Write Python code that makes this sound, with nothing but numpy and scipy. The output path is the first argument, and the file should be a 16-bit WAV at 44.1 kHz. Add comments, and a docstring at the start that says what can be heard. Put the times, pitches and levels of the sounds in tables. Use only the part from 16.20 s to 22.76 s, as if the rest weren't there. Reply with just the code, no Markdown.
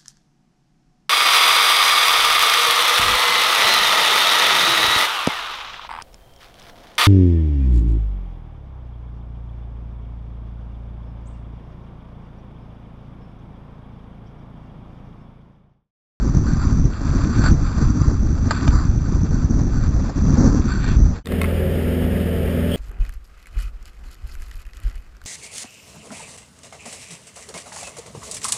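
"""Longboards roll and slide down an asphalt road: gritty noise rings the decks, over a faint far road.
Wind buffets the microphone with noise and pushes of air; a dropped pole clatters as short ringing modes.
After a short fade through silence we sit in a car cabin with an open window: the engine hums as a stack of
tones, noise booms and hisses with it, and something clicks. Both places are heard at a low sample rate
with every sample repeated, which mirrors the sound around that rate."""
import sys
import numpy as np
from scipy import signal
from scipy.fft import rfft, irfft, next_fast_len
from scipy.io import wavfile
from scipy.ndimage import uniform_filter1d, map_coordinates

SR = 44100
rng = np.random.default_rng(int(sys.argv[2]) if len(sys.argv) > 2 else 0)


def pcm_store(signal):
    """Save signal as 16-bit PCM."""
    levels = np.round(np.clip(np.atleast_2d(signal), -1, 1) * 32767)
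    wavfile.write(sys.argv[1], SR, levels.astype(np.int16).T)


N = 289296
T = np.arange(N) / SR  # time in seconds

# Wind at the microphone. Each row: time in seconds, buffet level in dB, flutter level in dB.
WIND_LEVELS = [(0.0, -18, -24), (0.36, -17, -24.5), (0.68, -15, -23), (0.72, -28, -34.5),
               (0.84, -26.5, -27.5), (0.89, -15, -22.5), (1.09, -22.5, -23), (1.33, -13, -20),
               (1.37, -20, -36), (1.44, -16, -28), (1.51, -23, -29.5), (1.62, -16.5, -22.5),
               (2.24, -15.5, -27), (2.41, -24, -24), (2.49, -16.5, -21.5), (2.63, -18.5, -27),
               (2.99, -16.5, -23.5), (3.83, -17.5, -25), (3.93, -30, -32.5), (3.99, -14.5, -24),
               (4.2, -17.5, -14.5), (4.63, -20, -27.5), (4.71, -14, -23), (4.87, -14.5, -24),
               (4.97, -25.5, -36)]
# Colours of the wind, low to high. Each row: frequency in Hz, relative density in dB per Hz.
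BUFFET_SPECTRUM = [(7.1, -23), (12, -4.5), (48, 2.5), (160, -8), (210, -39), (350, -120)]
FLUTTER_SPECTRUM = [(59, -24), (100, -3), (137, -6), (177, -3), (268, -2), (384, -16.5), (480, -29),
                    (620, -47.5), (1060, -120)]
SPRAY_SPECTRUM = [(330, -35.5), (420, -3), (800, -8.5), (1100, -13), (1900, -18.5), (2300, -32)]
# Spray above the flutter: level at rest in dB, flutter level where it starts to grow in dB,
# growth in dB per dB of flutter, smoothing in seconds.
SPRAY_GROWTH = (-41.5, -22, 2.2, 0.1)
# The hardest pushes of air. Each row: time in seconds, relative peak in dB, width scale in ms.
HARD_PUSHES = [(0.171, -6, 3.1), (0.336, -4.5, 2.8), (0.472, -4.5, 4.5), (0.527, -7, 4.3),
               (0.655, -5.5, 3.5), (1.274, -11, 2.5), (1.312, -3.5, 2.7), (1.627, -6.5, 2.04),
               (1.668, -5, 6.4), (1.818, -5, 2.6), (2.492, -2, 6), (2.555, -7, 3.7), (2.653, -4.5, 2.9),
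               (2.779, -4.5, 4.1), (3.145, -3.5, 3.5), (3.247, -10, 4.3), (3.417, -5, 2.5),
               (4.107, -5.5, 2.2), (4.213, -8, 1.3), (4.245, -12, 1.4), (4.348, -7, 1.6),
               (4.398, -7.5, 2.2), (4.718, -6, 2.7), (4.771, -5, 3.2)]

# Colours of the boards on the road. Each row: frequency in Hz, relative density in dB per Hz.
WHEEL_SPECTRUM = [(470, -24), (800, -8.5), (1200, 0), (1320, -1), (1560, -4.5), (1940, -14), (2050, -15),
                  (2660, -38.5), (4510, -120)]
GRIT_SPECTRUM = [(1150, -59), (1950, -7), (2110, -2), (2360, 4), (2780, -1.5), (2990, -11.5), (3890, -34.5),
                 (6580, -120)]
SQUEAL_SPECTRUM = [(1600, -33.5), (1700, -4.5), (1880, 1), (2000, -29.5)]  # a brighter band of hard slides
FAR_ROAD_SPECTRUM = [(1500, -25), (1900, -3.5), (2700, 4.0), (2990, -4.5)]
# Resonances of the sliding boards. Each row: frequency in Hz, width in Hz, gain in dB.
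DECK_MODES = [(1040, 120, -0.5), (1195, 27, -11), (1510, 60, 7)]
# Slides. Each row: peak time, rise and fall in seconds, wheel and grit level in dB,
# centre of the deck ring in Hz.
BOARD_SLIDES = [(0.29, 0.037, 0.087, -36.5, -52, 1510), (0.44, 0.11, 0.2, -37, -51.5, 1190),
                (0.751, 0.054, .08, -42, -53, 1404), (0.96, 0.22, 0.48, -37.5, -50, 1258),
                (1.15, 0.12, 0.11, -31.5, -44, 1315), (1.275, 0.11, 0.063, -26, -39.5, 1450),
                (1.631, 0.29, 0.13, -34, -49.5, 1230), (1.839, 0.2, 0.16, -37, -54, 1174),
                (2.431, .2, 0.13, -31, -44.5, 1346), (2.57, 0.11, .13, -33.5, -54.5, 1226),
                (2.865, 0.019, 0.031, -37.5, -54.5, 1355), (3.149, 0.053, 0.046, -39, -57.5, 1410),
                (3.56, 0.055, 0.14, -42.5, -53.5, 1510), (3.9, 0.12, 0.16, -44, -54, 1260),
                (4.25, 0.32, 0.24, -38, -52, 1100), (4.5, 0.077, 0.18, -36.5, -45.5, 1470),
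                (4.69, 0.16, 0.11, -37.5, -39.5, 1426), (4.96, 0.037, 0.079, -42, -49, 1450)]
# Plain rolling between slides, and how far the deck ring wanders there.
ROLL_DB, ROLL_GRIT_DB, ROLL_RING_HZ, RING_WANDER_HZ = -44.5, -57.5, 1260, 70
SLIDE_SHAPE = 1.53  # 1 pointed, higher flat-topped

# Blows of the pole, then clicks in the cabin. Each row: time in seconds, base level of the low modes in dB,
# base level of the high modes in dB, multiplier of the ring times.
POLE_BLOWS = [(0.266, -31, -49, 0.8), (0.735, -34, -39, 0.6), (1.24, -17, -40.5, 0.7),
              (1.261, -18, -39.5, 0.9), (2.255, -33, -69.5, 0.8), (2.309, -8.5, -24.5, 0.6),
              (2.312, -16.5, -29.5, 0.88), (2.319, -24.5, -39, 1), (2.477, -20, -23.5, 0.8),
              (3.533, -32.5, -54.5, 0.8), (4.642, -24, -51.5, 0.8), (4.688, -21.5, -45, 0.5)]
CABIN_CLICKS = [(5.0577, -17, -16.5, 0.3), (5.0705, -12, -28, 0.6), (5.086, -28, -38, 0.5),
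                (5.1206, -22.5, -37.5, 0.6), (5.215, -12.5, -32.5, 1.01), (5.2324, -25, -38.5, 0.7),
                (5.2422, -14, -40.5, 0.5), (5.2467, -20, -48.5, .8), (5.2566, -26, -41.5, .7)]
# What rings in the pole and in the cabin trim. Each row: frequency in Hz before scatter, relative level in dB,
# time to fall 60 dB in seconds before the ring multiplier.
POLE_MODES = [(677, -2, 0.02), (870, -1.5, 0.035), (1196, 0, .045), (1536, 3.5, 0.03), (1820, -5.5, 0.022),
              (2370, -0.5, 0.046), (2740, 2.5, 0.025)]
TRIM_MODES = [(1147, -10, 0.038), (1310, -11, 0.047), (2090, -1, 0.025), (2430, -5.5, 0.023),
              (3660, 10.5, 0.019), (4260, 5.5, 0.019), (5240, -18, 0.014)]
SCATTER_DB = 2  # standard deviation of each mode's level from blow to blow

# The engine. Each row: time in seconds, firing rate in Hz, firing level in dB.
ENGINE_FIRING = [(5.12, 81.72, -25.5), (5.23, 83.25, -21), (5.43, 82.35, -22), (6.3, 82.84, -23),
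                 (6.5, 83.4, -22.5), (6.56, 85, -28)]
# Order numbers of the hum, in multiples of the engine cycle rate.
HUM_ORDERS = [1, 5, 7, 8, 9, 10, 12, 14, 17, 18, 20, 22, 23, 26, 28, 32, 33, 36, 40, 42]
# Level of each of those orders, in dB relative to HUM_DB.
HUM_ORDER_LEVELS = [-18, -15, -17, -7, -8, -10, -8, -18, -21, -15, -16, -14, -20, -16, -18, -26, -30, -28,
                    -39, -33]
# Colours of the cabin noise. Each row: frequency in Hz, relative density in dB per Hz.
BOOM_SPECTRUM = [(8.8, -45), (15, -19), (32, -12), (60, -2), (85, -23), (130, -9.5), (180, -15),
                 (252, -17.5), (319, -20), (378, -14.5), (576, -16.5), (850, -36), (1100, -65),
                 (1870, -120)]
HISS_SPECTRUM = [(460, -32.5), (780, -19), (886, -9.5), (1050, -11.5), (1290, -6), (1510, -8.5),
                 (1690, -4.5), (2540, -10.5), (3010, -8), (3510, -16), (4200, -24.5), (5150, -21),
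                 (5950, -33), (7740, -80), (13100, -120)]
SWISH_SPECTRUM = [(2400, -26), (2800, -12.5), (3300, -5), (3600, -30), (5200, -29.5), (5800, -35.5)]
# A brief hiss at the end. Each row: time in seconds, level in dB.
SWISH_LEVELS = [(6.47, -62), (6.5, -43), (6.52, -35), (6.56, -32)]
HUM_DB, BOOM_DB, HISS_DB = -23, -26, -38

# Fade out of the road, fade in of the cabin: start in seconds, end in seconds, power of the curve.
ROAD_FADE_OUT = (4.955, 5.034, 1.25)
CABIN_FADE_IN = (5.042, 5.12, 1.1)
CUT_S = 5.038
EDIT_HZ, EDGE_HZ = 48000, 160  # rate after repeating samples, width of the top cutoff
ROAD_RATE_HZ, ROAD_TOP_HZ = 6000, 7780
CABIN_RATE_HZ, CABIN_TOP_HZ = 12000, 15380


def amp(db):
    """dB to gain."""
    return 10 ** (np.asarray(db) / 20)


def unit(x):
    """Scaled to rms 1."""
    return x / np.sqrt(np.mean(x ** 2) + 1e-20)


def curves(rows):
    """One value per sample for each column after the time."""
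    s, *cols = np.transpose(rows)
    return [np.interp(T, s, c) for c in cols]


def wobble(rate):
    """A smooth random curve, rate knots a second."""
    knots = rng.standard_normal(int(N * rate / SR) + 4)
    return map_coordinates(knots, [T * rate])


def filtered(x, response):
    """x times a response of frequency."""
    m = next_fast_len(N + SR // 2)
    return irfft(rfft(x, m) * response(np.fft.rfftfreq(m, 1 / SR)), m)[:N]


def rush(spectrum, lumps_db):
    """Noise whose level moves by lumps_db, then coloured, rms 1."""
    f, db = np.transpose(spectrum)

    def colour(hz):
        return amp(np.interp(np.log(hz + 1), np.log(f + 1), db, -120, -120))

    return unit(filtered(amp(lumps_db) * rng.standard_normal(N), colour))


def pushes(s, db, width_ms):
    """Short bell-shaped pushes or pulls of air, each with an undershoot on both sides."""
    reach = np.arange(-SR // 60, SR // 60)
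    u = reach / SR / (width_ms[:, None] / 1000)
    shape = np.exp(-(u / 0.57) ** 2) - 0.22 * np.exp(-(u / 2.4) ** 2)
    push_or_pull = np.where(rng.random(len(s)) < 0.6, 1.5, -1.5)
    height = push_or_pull * amp(db)
    at = np.clip(np.round(s * SR).astype(int)[:, None] + reach, 0, N - 1)
    return np.bincount(at.ravel(), (height[:, None] * shape).ravel(), N)


def wind():
    """Eddies shake the microphone: low buffet, faster flutter, sharp pushes, and spray thrown above them."""
    buffet_db, flutter_db = curves(WIND_LEVELS)
    rest_db, knee_db, growth, smooth_s = SPRAY_GROWTH
    smooth_flutter_db = uniform_filter1d(flutter_db, round(smooth_s * SR))
    spray_db = rest_db + growth * np.clip(smooth_flutter_db - knee_db, 0, None)

    eddies = wobble(35)  # shared by all three bands
    buffet = amp(buffet_db) * rush(BUFFET_SPECTRUM, 1.5 * eddies)
    flutter = amp(flutter_db) * rush(FLUTTER_SPECTRUM, 2.5 * eddies + 1.97 * wobble(70))
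    spray = amp(spray_db + wobble(4)) * rush(SPRAY_SPECTRUM, 2.1 * eddies + 2.5 * wobble(110))

    # many small pushes at random times, mostly weak
    when, size, width = rng.random((450, 3)).T
    small_db = -5.5 * np.log(1 - 0.96 * size)
    small = unit(pushes(when * N / SR, small_db, 1.66 + 1.87 * width))
    hard = pushes(*np.transpose(HARD_PUSHES))
    return buffet + flutter + spray + amp(flutter_db - 3.5) * small + hard


def slides():
    """Wheel level, grit level and ring centre: each slide pulls them away from plain rolling and lets go."""
    peak, rise, fall, wheels_db, grit_db, ring_hz = np.transpose(BOARD_SLIDES)[:, :, None]
    away = np.where(T < peak, (peak - T) / rise, (T - peak) / fall)
    grip = np.clip(1 - away ** SLIDE_SHAPE, 0, 1)
    wander_hz = RING_WANDER_HZ * (1 - grip.max(0)) * wobble(13)
    centre_hz = ROLL_RING_HZ + (grip * (ring_hz - ROLL_RING_HZ)).sum(0) + wander_hz
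    wheel_level = ROLL_DB + (grip * (wheels_db - ROLL_DB)).max(0) + 1.02 * wobble(9)
    grit_level = ROLL_GRIT_DB + (grip * (grit_db - ROLL_GRIT_DB)).max(0)
    return wheel_level, grit_level, centre_hz


def deck_ring(rolling, ring_hz):
    """Wheel noise through the deck resonances; the mode nearest the centre rings most."""
    ring = np.zeros(N)
    for c, w, db in DECK_MODES:
        nearness = np.exp(-((ring_hz - c) / 170) ** 2)
        ring += nearness * filtered(rolling, lambda f: amp(db) * 1j * f * w / (c * c - f * f + 1j * f * w))
    return ring


def boards():
    """Wheels on rough asphalt: gritty noise, ringing the decks more the harder they slide."""
    wheels_db, grit_db, ring_hz = slides()
    bumps = wobble(30)
    rolling = rush(WHEEL_SPECTRUM, 1.6 * bumps + 0.72 * wobble(140))
    hardness = np.clip((wheels_db + 50.5) / 8, 0, 1.5)
    wheels = unit(0.95 * rolling + hardness * deck_ring(rolling, ring_hz))

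    grit = rush(GRIT_SPECTRUM, 1.5 * bumps + 2.2 * wobble(200))
    squeal_db = np.clip((ring_hz - 1460) / 25, -20, 0)  # full when the deck rings high
    grit += amp(squeal_db) * rush(SQUEAL_SPECTRUM, bumps)

    far_road = amp(-64) * rush(FAR_ROAD_SPECTRUM, 0)
    return amp(wheels_db) * wheels + amp(grit_db) * grit + far_road


def struck(events, modes, split_hz):
    """Each blow cracks and rings modes at scattered strengths; low and high parts follow their own levels."""
    out, t = np.zeros(N + SR), np.arange(SR // 10) / SR
    dull = signal.butter(2, split_hz, fs=SR, output="sos")
    hz, db, t60 = np.transpose(modes)[:, :, None]
    all_luck = rng.standard_normal((len(events), len(modes), 2))
    for (s, low_db, high_db, length), luck in zip(events, all_luck):
        blow_db = np.where(hz < split_hz, low_db, high_db)
        level_db = db + blow_db + SCATTER_DB * luck[:, :1] - 60 * t / (t60 * length)
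        detuned_hz = hz * (1 + 0.023 * luck[:, 1:])
        ring = amp(level_db - 0.5) * np.sin(2 * np.pi * detuned_hz * t)

        sharp, blunt = rng.standard_normal((2, len(t)))
        crack = amp(high_db + 6) * sharp + amp(low_db - 8) * signal.sosfilt(dull, blunt)
        crack *= amp(-60 * t / (0.024 * length))
        onset = 1 - np.exp(-t / 0.00048)
        out[round(s * SR):][:len(t)] += (ring.sum(0) + crack) * onset
    return out[:N]


def pole():
    """The dropped pole clatters: each blow rings its short modes."""
    return struck(POLE_BLOWS, POLE_MODES, 2100)


def engine(cycle, firing_db):
    """A clean firing tone, four a cycle, with other orders of the cycle wavering in level and phase."""
    firing = amp(firing_db + 0.6 * wobble(6)) * np.sin(4 * cycle)
    hum = np.zeros(N)
    for order, db in zip(HUM_ORDERS, HUM_ORDER_LEVELS):
        level = amp(db + HUM_DB + 2.6 * wobble(7))
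        hum += level * np.sin(order * cycle + 0.66 * wobble(6) + rng.normal(0, 0.92))
    return np.sqrt(2) * (firing + hum)  # levels are rms


def cabin():
    """Inside the car: engine tones, boom and road hiss pulsing twice a cycle, clicks and a late swish."""
    firing_hz, firing_db = curves(ENGINE_FIRING)
    cycle = 2 * np.pi * np.cumsum(firing_hz / 4) / SR  # phase in radians
    tones = engine(cycle, firing_db)
    pulse = np.sin(2 * cycle)
    boom = amp(BOOM_DB) * rush(BOOM_SPECTRUM, 0.74 * pulse + 1.2 * wobble(20))
    hiss = amp(HISS_DB) * rush(HISS_SPECTRUM, 0.51 * pulse + 0.67 * wobble(30))
    swish = amp(curves(SWISH_LEVELS)[0]) * rush(SWISH_SPECTRUM, 1.3 * wobble(98))
    clicks = struck(CABIN_CLICKS, TRIM_MODES, 2800)
    return tones + boom + hiss + swish + clicks


def scene():
    """The road fades out, the cabin fades in."""
    out_start, out_end, out_power = ROAD_FADE_OUT
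    in_start, in_end, in_power = CABIN_FADE_IN
    leaving = np.clip((T - out_start) / (out_end - out_start), 0, 1)
    arriving = np.clip((T - in_start) / (in_end - in_start), 0, 1)
    road = (wind() + boards() + pole()) * (1 - leaving) ** out_power
    return (road + cabin() * arriving ** in_power)[None]


def held(x, rate_hz, top_hz):
    """Sampled at rate_hz, every sample repeated: steps that mirror the spectrum around rate_hz."""
    coarse = signal.resample(x, N * rate_hz // SR)
    steps = np.repeat(coarse, EDIT_HZ // rate_hz)

    def cutoff(hz):
        return np.cos(np.pi / 2 * np.clip((hz - top_hz) / EDGE_HZ + 1, 0, 1)) ** 2

    return filtered(signal.resample(steps, N), cutoff)


def record(dry):
    """The microphone rounds off hard peaks; each scene has its own low sample rate and band limit."""
    soft = dry[0] / (1 + np.abs(dry[0] / 0.95) ** 4) ** (1 / 4)
    road = held(soft * (T < CUT_S), ROAD_RATE_HZ, ROAD_TOP_HZ)
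    car = held(soft * (T >= CUT_S), CABIN_RATE_HZ, CABIN_TOP_HZ)
    return (road + car)[None]


dry = scene()
out = record(dry)
pcm_store(out)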